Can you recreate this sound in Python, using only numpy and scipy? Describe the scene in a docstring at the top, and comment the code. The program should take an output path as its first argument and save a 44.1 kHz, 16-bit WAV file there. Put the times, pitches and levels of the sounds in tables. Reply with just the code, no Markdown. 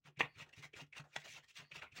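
"""A paintbrush flicks sand off a cast metal sword lying in a bed of sand, close to one microphone.
The bristle tips touch with small chirps, then each stroke swells into a gritty rasp that deepens
as the bristles bend, and the bed thumps and shudders beneath. Twice the brush knocks on the metal
and ringing tones linger briefly. The place is a small, quiet room with a short tail."""
import sys
import numpy as np
from scipy import signal
from scipy.fft import rfft, irfft
from scipy.io import wavfile
from scipy.ndimage import uniform_filter1d

SR = 44100
rng = np.random.default_rng(int(sys.argv[2]) if len(sys.argv) > 2 else 0)


def generate_wav(signal):
    """Clip the signal to [-1, 1] and save it as 16-bit WAV at the path in sys.argv[1]."""
    frames = np.transpose(np.atleast_2d(signal))
    scaled = np.clip(frames, -1, 1) * 32767
    pcm = np.round(scaled).astype(np.int16)
    wavfile.write(sys.argv[1], SR, pcm)


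N = 88200
TIME = np.arange(N) / SR

# ringing tones that linger after the knocks and faintly colour the brushing: pitch_hz, level_db, t60_s
LINGERING_TONES = [(281, -8, .16), (441, -4, .12), (938, 1, .09), (1091, 1, .11), (1303, -8, .09),
                   (1451, -6, .09), (1835, -1, .09), (1946, 1, .1), (2098, -3, .11), (2200, -4, .11),
                   (2340, 3, .09), (2543, 2, .11), (2719, 0, .11), (2860, 1, .09), (3435, -9, .08)]


def amp(db):
    """Decibels to gain."""
    return 10 ** (np.asarray(db) / 20)


def unit(x):
    """Scales to rms 1."""
    return x / np.sqrt(np.mean(x ** 2) + 1e-20)


def curve_at(points, hz):
    """Interpolates (freq_hz, value) points on a log-frequency axis."""
    freq_hz, value = np.transpose(points)
    return np.interp(np.log(hz + 1), np.log(freq_hz), value)


def colour(x, spectrum):
    """Filters x by (freq_hz, level_db) points, at rms 1."""
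    gain = amp(curve_at(spectrum, np.fft.rfftfreq(N, 1 / SR)))
    return unit(irfft(rfft(x) * gain, N))


def add(mix, start_s, sound):
    """Mixes a sound in at start_s."""
    part = mix[max(round(start_s * SR), 0):][:len(sound)]
    part += sound[:len(part)]


def resonate(x, hz, width_hz):
    """A steep resonance that follows hz, at rms 1."""
    carrier = np.exp(2j * np.pi * np.cumsum(hz * np.ones(len(x))) / SR)
    pole = np.exp(-np.pi * width_hz / SR)
    baseband = signal.lfilter([1 - pole], [1, -2 * pole, pole * pole], x / carrier)
    return unit((carrier * baseband).real)


def ring(modes, t):
    """A sum of dying sines."""
    return sum(amp(db) * 1000 ** (-t / t60_s) * np.sin(2 * np.pi * hz * t) for hz, db, t60_s in modes)


def grit(grains_per_s=2200, spread_db=3, click_share=0.6):
    """Dense grain clicks of uneven size over smooth friction noise."""
    sizes = amp(spread_db * np.minimum(rng.exponential(1, N), 4))
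    clicks = sizes * rng.choice([-1, 1], N) * (rng.random(N) < grains_per_s / SR)
    return np.sqrt(click_share) * unit(clicks) + np.sqrt(1 - click_share) * rng.standard_normal(N)


def room_tone(level_db=-92.5):
    """The faint, mostly low air of a quiet room."""
    # spectrum of the air: freq_hz, level_db
    spectrum = [(25, 5.5), (120, 17), (300, 5), (1000, -14.5), (2500, -24), (5000, -12.5), (10000, -40),
                (16000, -17.5)]
    return amp(level_db) * colour(rng.standard_normal(N), spectrum)


def room_tail(x, delay_s=0.008):
    """The small room answers with a diffuse tail, each band dying at its own speed."""
    # decay of the room: freq_hz, t60_s
    decay = [(150, 0.17), (1000, 0.19), (2500, 0.19), (5000, 0.15), (12000, 0.058)]
    hz, t, bands = signal.stft(rng.standard_normal(SR // 2), SR, nperseg=256)
    fade = amp(-60 * t / curve_at(decay, hz)[:, None])
    tail = signal.istft(bands * fade, SR, nperseg=256)[1]
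    out = np.zeros(N)
    add(out, delay_s, signal.fftconvolve(x, tail / np.linalg.norm(tail)))
    return out


def near_echoes(x, count=8, span_s=0.022, level_db=-11):
    """The bench and the box walls throw a few early reflections back to the microphone."""
    out = np.zeros(N)
    for distance, polarity in rng.random((count, 2)):
        add(out, span_s * (0.15 + distance), np.sign(polarity - 0.5) * x)
    return amp(level_db) * out / np.sqrt(count)


def bed_rumble(brush, lag_s=0.032, relative_db=-22.5):
    """The bed shudders under the brush and settles a little later."""
    # spectrum of the shudder: freq_hz, level_db
    spectrum = [(25, -25), (60, 0.5), (100, 4), (200, -6.5), (260, -14.5), (420, -7.5), (700, -35)]
    pole = np.exp(-1 / (lag_s * SR))
    brush_rms = np.sqrt(signal.lfilter([1 - pole], [1, -pole], brush ** 2))
    return amp(relative_db) * brush_rms * colour(rng.standard_normal(N), spectrum)


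def bed_thumps(rise_s=0.016, t60_s=0.088):
    """Each push gives a soft low thud and sets the sand box ringing."""
    # pushes of the brush on the bed: start_s, level_db, pitch_hz
    pushes = [(0.046, -65, 149), (0.073, -59, 146), (0.171, -51.5, 139), (.203, -50, 165),
              (0.227, -46.5, 140), (.358, -54.5, 108), (0.411, -55.5, 135), (0.571, -50.5, 114),
              (.590, -63, 136), (0.641, -59, 146), (.752, -58.5, 93), (0.814, -53, 150),
              (0.993, -49.5, 145), (1.157, -61, 88), (1.171, -57, 137), (1.284, -59.5, 121),
              (1.332, -67.5, 150), (1.379, -70, 150), (1.587, -57.5, 127), (1.616, -61, 147),
              (1.719, -61, 146), (1.767, -61.5, 151), (1.830, -83, 136), (1.918, -59.5, 101),
              (1.982, -63, 135)]
    # modes of the sand box: pitch_hz, level_db, t60_s
    box_modes = [(146.1, -10.5, .26), (234.7, -22, 0.16), (280.8, -19, .16), (414.4, -24.5, 0.17)]
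    out, t = np.zeros(N), np.arange(SR // 3) / SR
    onset = np.sin(np.pi / 2 * np.minimum(t / rise_s, 1)) ** 2
    for start_s, db, hz in pushes:
        thud = ring([(hz, 0, t60_s)], t)
        add(out, start_s, 2 * amp(db) * onset * (thud + ring(box_modes, t)))
    return out


def brush_ringing(brush, relative_db=-16):
    """Ringing tones faintly colour the brushing."""
    tones = ring(LINGERING_TONES, np.arange(SR // 3) / SR)
    return amp(relative_db) * brush.std() * unit(signal.fftconvolve(brush, tones)[:N])


def crackle(bursts, rise_s):
    """Crushed grains give short, bright bursts."""
    # spectrum of cracking grains: freq_hz, level_db
    spectrum = [(1500, -8), (3300, 11), (4500, -3.5), (5400, 2), (7000, -1), (8500, -7.5), (10500, -23),
                (14000, -27), (15500, -20.5)]
    envelope, t = np.zeros(N), np.arange(SR // 8) / SR
    for start_s, db, t60_s in bursts:
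        add(envelope, start_s, amp(db - 60 * t / t60_s) * (1 - np.exp(-t / rise_s)))
    return envelope * colour(grit(), spectrum)


def bristle_ticks():
    """Single bristles and coarse grains tick."""
    # ticks: start_s, level_db, t60_s
    ticks = [(.040, -70.5, 0.069), (.168, -65.5, 0.057), (.732, -60.5, 0.068), (.763, -49, .025),
             (.864, -68.5, 0.034), (.923, -67, 0.14), (1.041, -78, 0.039), (1.083, -77, 0.075),
             (1.204, -61.5, .02), (1.509, -48, 0.021), (1.714, -56.5, 0.049), (1.919, -63.5, 0.065)]
    return crackle(ticks, rise_s=0.005)


def knocks(band_hz=(204, 3530), clink_rise_s=0.00078, tones_rise_s=0.003, crack_t60_s=0.019):
    """The brush hits the sword, grains crack, and tones linger after each clatter's hardest contact."""
    # the handle clatters on the sword: start_s, thock_db, clink_db, crack_db
    handle_hits = [(0.1993, -48.5, -31, -64), (0.2067, -22, -39, -47), (0.2082, -28.5, -21.5, -52.5),
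                   (0.2131, -43.5, -21.5, -56.5)]
    # later the brush's metal band skips over the sandy guard: start_s, ring_db, crack_db
    band_skips = [(1.1582, -48, -48.5), (1.1611, -44.5, -45), (1.1629, -32.5, -45.5), (1.1642, -36, -44.5),
                  (1.1692, -48, -52)]
    # modes of the dull thock: pitch_hz, level_db, t60_s
    thock_modes = [(462, -5.5, 0.014), (1004, -6.5, 0.018), (1082, -4.5, 0.02), (1674, -7.5, 0.0065),
                   (1825, -2, 0.038)]
    # modes of the metal clink: pitch_hz, level_db, t60_s
    clink_modes = [(2070, -4, 0.017), (2416, 2.5, 0.013), (2586, -1, .012), (2703, -2.5, 0.01),
                   (3270, -6.5, 0.013)]
    # modes of the brush's metal band: pitch_hz, level_db, t60_s
    band_modes = [(656, -30, 0.022), (820, -15, 0.02), (900, -11.5, 0.031), (1452, -20, 0.043),
                  (1590, -18, 0.035), (1944, 1.5, 0.09), (2170, -22, 0.0087), (3425, -8, 0.044),
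                  (4020, -13.5, 0.027)]
    body, t = np.zeros(N), np.arange(SR // 3) / SR
    clink = ring(clink_modes, t) * (1 - np.exp(-t / clink_rise_s))
    for start_s, thock_db, clink_db, _ in handle_hits:
        add(body, start_s, -amp(thock_db) * ring(thock_modes, t) - amp(clink_db) * clink)
    for start_s, ring_db, _ in band_skips:
        add(body, start_s, amp(ring_db) * ring(band_modes, t))
    tones = ring(LINGERING_TONES, t) * (1 - np.exp(-t / tones_rise_s))
    for contacts, tones_db in ((handle_hits, -43), (band_skips, -57)):
        hardest_s = max(contacts, key=lambda row: row[1])[0]
        add(body, hardest_s, amp(tones_db) * tones)
    cracks = [(start_s, crack_db, crack_t60_s) for start_s, *_, crack_db in handle_hits + band_skips]
    contact_band = signal.butter(3, band_hz, "bandpass", fs=SR, output="sos")
    return crackle(cracks, rise_s=0.0005) + signal.sosfilt(contact_band, body)


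def tip_touches():
    """The bristle tips catch and slip together in short, narrow chirps."""
    # chirps on the metal, low grunts in the sand: centre_s, length_s, pitch_hz, width_hz, level_db
    chirps = [ (.050, 0.0067, 2580, 901, -92), (.092, 0.032, 382, 100.5, -75),
              (0.179, 0.017, 2400, 860, -61.5), (.362, 0.021, 2340, 700, -67.5),
              (.537, 0.0071, 2280, 700, -71), (0.646, 0.025, 2110, 250, -55),
              (0.676, 0.023, 1950, 396, -74.5), (0.741, 0.0097, 2540, 905, -53.5),
              (0.741, 0.0083, 433, 170, -59.5), (0.821, 0.021, 300, 109, -64),
              (.475, 0.013, 420, 120, -72.5), (.605, 0.038, 390, 130, -73.5),
              (0.934, 0.0092, 2350, 570, -52.5), (.957, 0.017, 2200, 800, -59),
              (1.14, 0.012, 2480, 596, -65), (1.264, 0.022, 650, 249, -61.5),
              (1.228, 0.023, 2120, 500, -63.5), (1.299, 0.041, 2360, 446, -59),
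              (1.441, 0.019, 1900, 249, -69.5), (1.649, 0.0076, 1800, 408, -68.5),
              (1.718, 0.0049, 2630, 930, -50), (1.724, 0.0043, 2640, 695, -49.5),
              (1.716, 0.012, 533, 200, -71.5), (1.786, 0.013, 2700, 252, -55),
              (1.825, 0.0053, 2330, 905, -51), (1.873, 0.025, 2270, 690, -64.5),
              (1.926, 0.014, 2560, 646, -62.5)]
    # faint high whispers between strokes: centre_s, length_s, pitch_hz, width_hz, level_db
    whispers = [(.325, 0.086, 4430, 400, -80), (1.095, 0.046, 7100, 1500, -89),
                (1.672, 0.079, 4450, 400, -77.5)]
    out, t = np.zeros(N), np.arange(SR // 5) / SR
    middle_s = t.mean()
    for centre_s, length_s, hz, width_hz, db in chirps + whispers:
        swell = np.exp(-2 * ((t - middle_s) / length_s) ** 2)
        chirp = resonate(rng.standard_normal(len(t)), hz, width_hz) * swell
        add(out, centre_s - middle_s, amp(db) * unit(chirp) * np.sqrt(np.mean(swell ** 2)))
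    return out


def grain_clumps(x, depth_db=2.9):
    """Clumps of grains lift and dip narrow bands for a moment."""
    bands = signal.stft(x, nperseg=512)[2]
    patches = uniform_filter1d(rng.standard_normal(bands.shape), size=4, axis=0)
    patches = uniform_filter1d(patches, size=4, axis=1)
    return signal.istft(bands * amp(depth_db * unit(patches)), nperseg=512)[1][:N]


def brush_strokes(ramp_db=27, ramp_curve=0.95, flutter_db=0.27):
    """Bristles drag grains over the metal, close up; the scrub sinks in pitch as they bend."""
    # strokes: full_pressure_s, rise_s, hold_s, fall_s, scrub_db, rasp_db, hiss_db
    strokes = [ (0.058, 0.02, 0.022, 0.049, -68.5, -66, -70.5),
               (.195, 0.0072, 0.016, 0.061, -48.5, -54, -54),
               (0.227, 0.017, 0.031, 0.032, -58.5, -56.5, -78.5),
               (0.393, 0.056, 0.035, 0.038, -62.5, -57.5, -63),
               (0.465, 0.021, 0.0083, 0.087, -71.5, -78, -83),
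               (0.492, .008, 0.0044, 0.014, -86, -68.5, -71.5),
               (0.533, 0.013, 0.0038, 0.045, -72, -61.5, -69), (0.569, .03, 0.033, 0.057, -76, -64.5, -67),
               (0.628, 0.017, 0.028, 0.034, -64, -63, -61.5), (0.767, 0.033, 0.052, 0.042, -62, -58, -62.5),
               (.970, 0.032, 0.016, 0.024, -59, -54.5, -59.5), (0.998, .012, 0.007, .02, -59, -61, -64),
               (1.041, 0.0116, 0.012, 0.064, -68, -85, -79.5),
               (1.151, 0.059, 0.021, 0.026, -67.5, -66, -65.5),
               (1.185, .02, 0.037, 0.062, -87.5, -72, -68.5),
               (1.249, 0.032, 0.014, 0.049, -65, -58.5, -61.5),
               (1.283, 0.026, 0.054, 0.044, -82, -61.5, -60), (1.347, 0.02, 0.04, 0.038, -65, -59.5, -64),
               (1.439, 0.023, 0.0074, 0.024, -77.5, -82, -70),
               (1.486, 0.02, 0.027, .012, -83.5, -70, -69.5), (1.568, 0.034, 0.013, 0.1, -67.5, -57, -57.5),
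               (1.59, .03, 0.015, 0.059, -60.5, -61, -73), (1.758, 0.048, 0.0082, 0.049, -58, -54.5, -58),
               (1.789, 0.027, .01, 0.02, -63, -63, -67), (1.822, 0.019, 0.014, 0.047, -55, -54, -67),
               (1.967, 0.038, 0.022, .04, -60.5, -55.5, -59.5)]
    # spectrum of the low scrub: freq_hz, level_db
    scrub_spectrum = [(60, -17.5), (160, -3.5), (280, -3.5), (500, -1), (900, -2), (1400, 4.5),
                      (1900, -2.5), (3000, -53)]
    # spectrum of the midrange rasp: freq_hz, level_db
    rasp_spectrum = [(800, -41.5), (1400, -20.5), (1900, 1.5), (2300, 1), (2800, 5.5), (3100, -5),
                     (3500, -3), (4300, -17.5), (7000, -40.5)]
    # spectrum of the high hiss: freq_hz, level_db
    hiss_spectrum = [(1800, -24), (3300, 5), (4000, 2), (4800, -0.5), (6400, -1), (8000, -9.5),
                     (10500, -17), (14000, -27.5), (15300, -11), (16000, -14.5)]
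    straight_hz, bent_hz, bend_s, bend_share = 1720, 670, 0.0081, 0.46
    fall_speed = np.array([1, 1, 1.39])[:, None]  # the hiss dies fastest as the bristles lift
    power, bent_power, scrub_power = np.zeros((3, N)), np.zeros(N), np.full(N, 1e-30)
    for full_s, rise_s, hold_s, fall_s, *levels_db in strokes:
        before = np.maximum((full_s - TIME) / rise_s, 0)
        after = fall_speed * np.maximum((TIME - full_s - hold_s) / fall_s, 0)
        pressure = amp(-ramp_db * np.minimum(before + after, 10) ** ramp_curve)
        stroke_power = (amp(levels_db)[:, None] * pressure) ** 2
        bend = (1 + np.tanh((TIME - full_s - hold_s / 2) / bend_s)) / 2
        power += stroke_power
        bent_power += stroke_power[0] * bend
        scrub_power += stroke_power[0]
    # where strokes overlap, the loudest scrub leads the pitch
    pitch_hz = straight_hz * (bent_hz / straight_hz) ** (bent_power / scrub_power)
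    scrub = np.sqrt(1 - bend_share) * colour(grit(), scrub_spectrum)
    scrub += np.sqrt(bend_share) * resonate(grit(), pitch_hz, width_hz=1020)
    flutter = amp(flutter_db * unit(uniform_filter1d(rng.standard_normal(N), size=220)))
    rasp, hiss = colour(grit(), rasp_spectrum), colour(grit(), hiss_spectrum)
    return flutter * (np.sqrt(power) * [scrub, rasp, hiss]).sum(0)


def scene(brush_send_db=-22, knock_send_db=-16.5):
    """Brush, knocks and bed close to one microphone, with the room well behind them."""
    brush = grain_clumps(brush_strokes()) + tip_touches() + bristle_ticks()
    hits = knocks()
    brush = brush + near_echoes(brush) + brush_ringing(brush)
    tail = room_tail(amp(brush_send_db) * brush + amp(knock_send_db) * hits)
    air = room_tone()
    return (brush + hits + bed_thumps() + bed_rumble(brush) + tail + air)[None]


def record(dry, cutoff_hz=15900):
    """The recorder's band limit cuts the highest treble."""
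    lowpass = signal.firwin(511, cutoff_hz, window=("kaiser", 9), fs=SR)
    return signal.oaconvolve(dry, lowpass[None], "same")


dry = scene()
out = record(dry)
generate_wav(out)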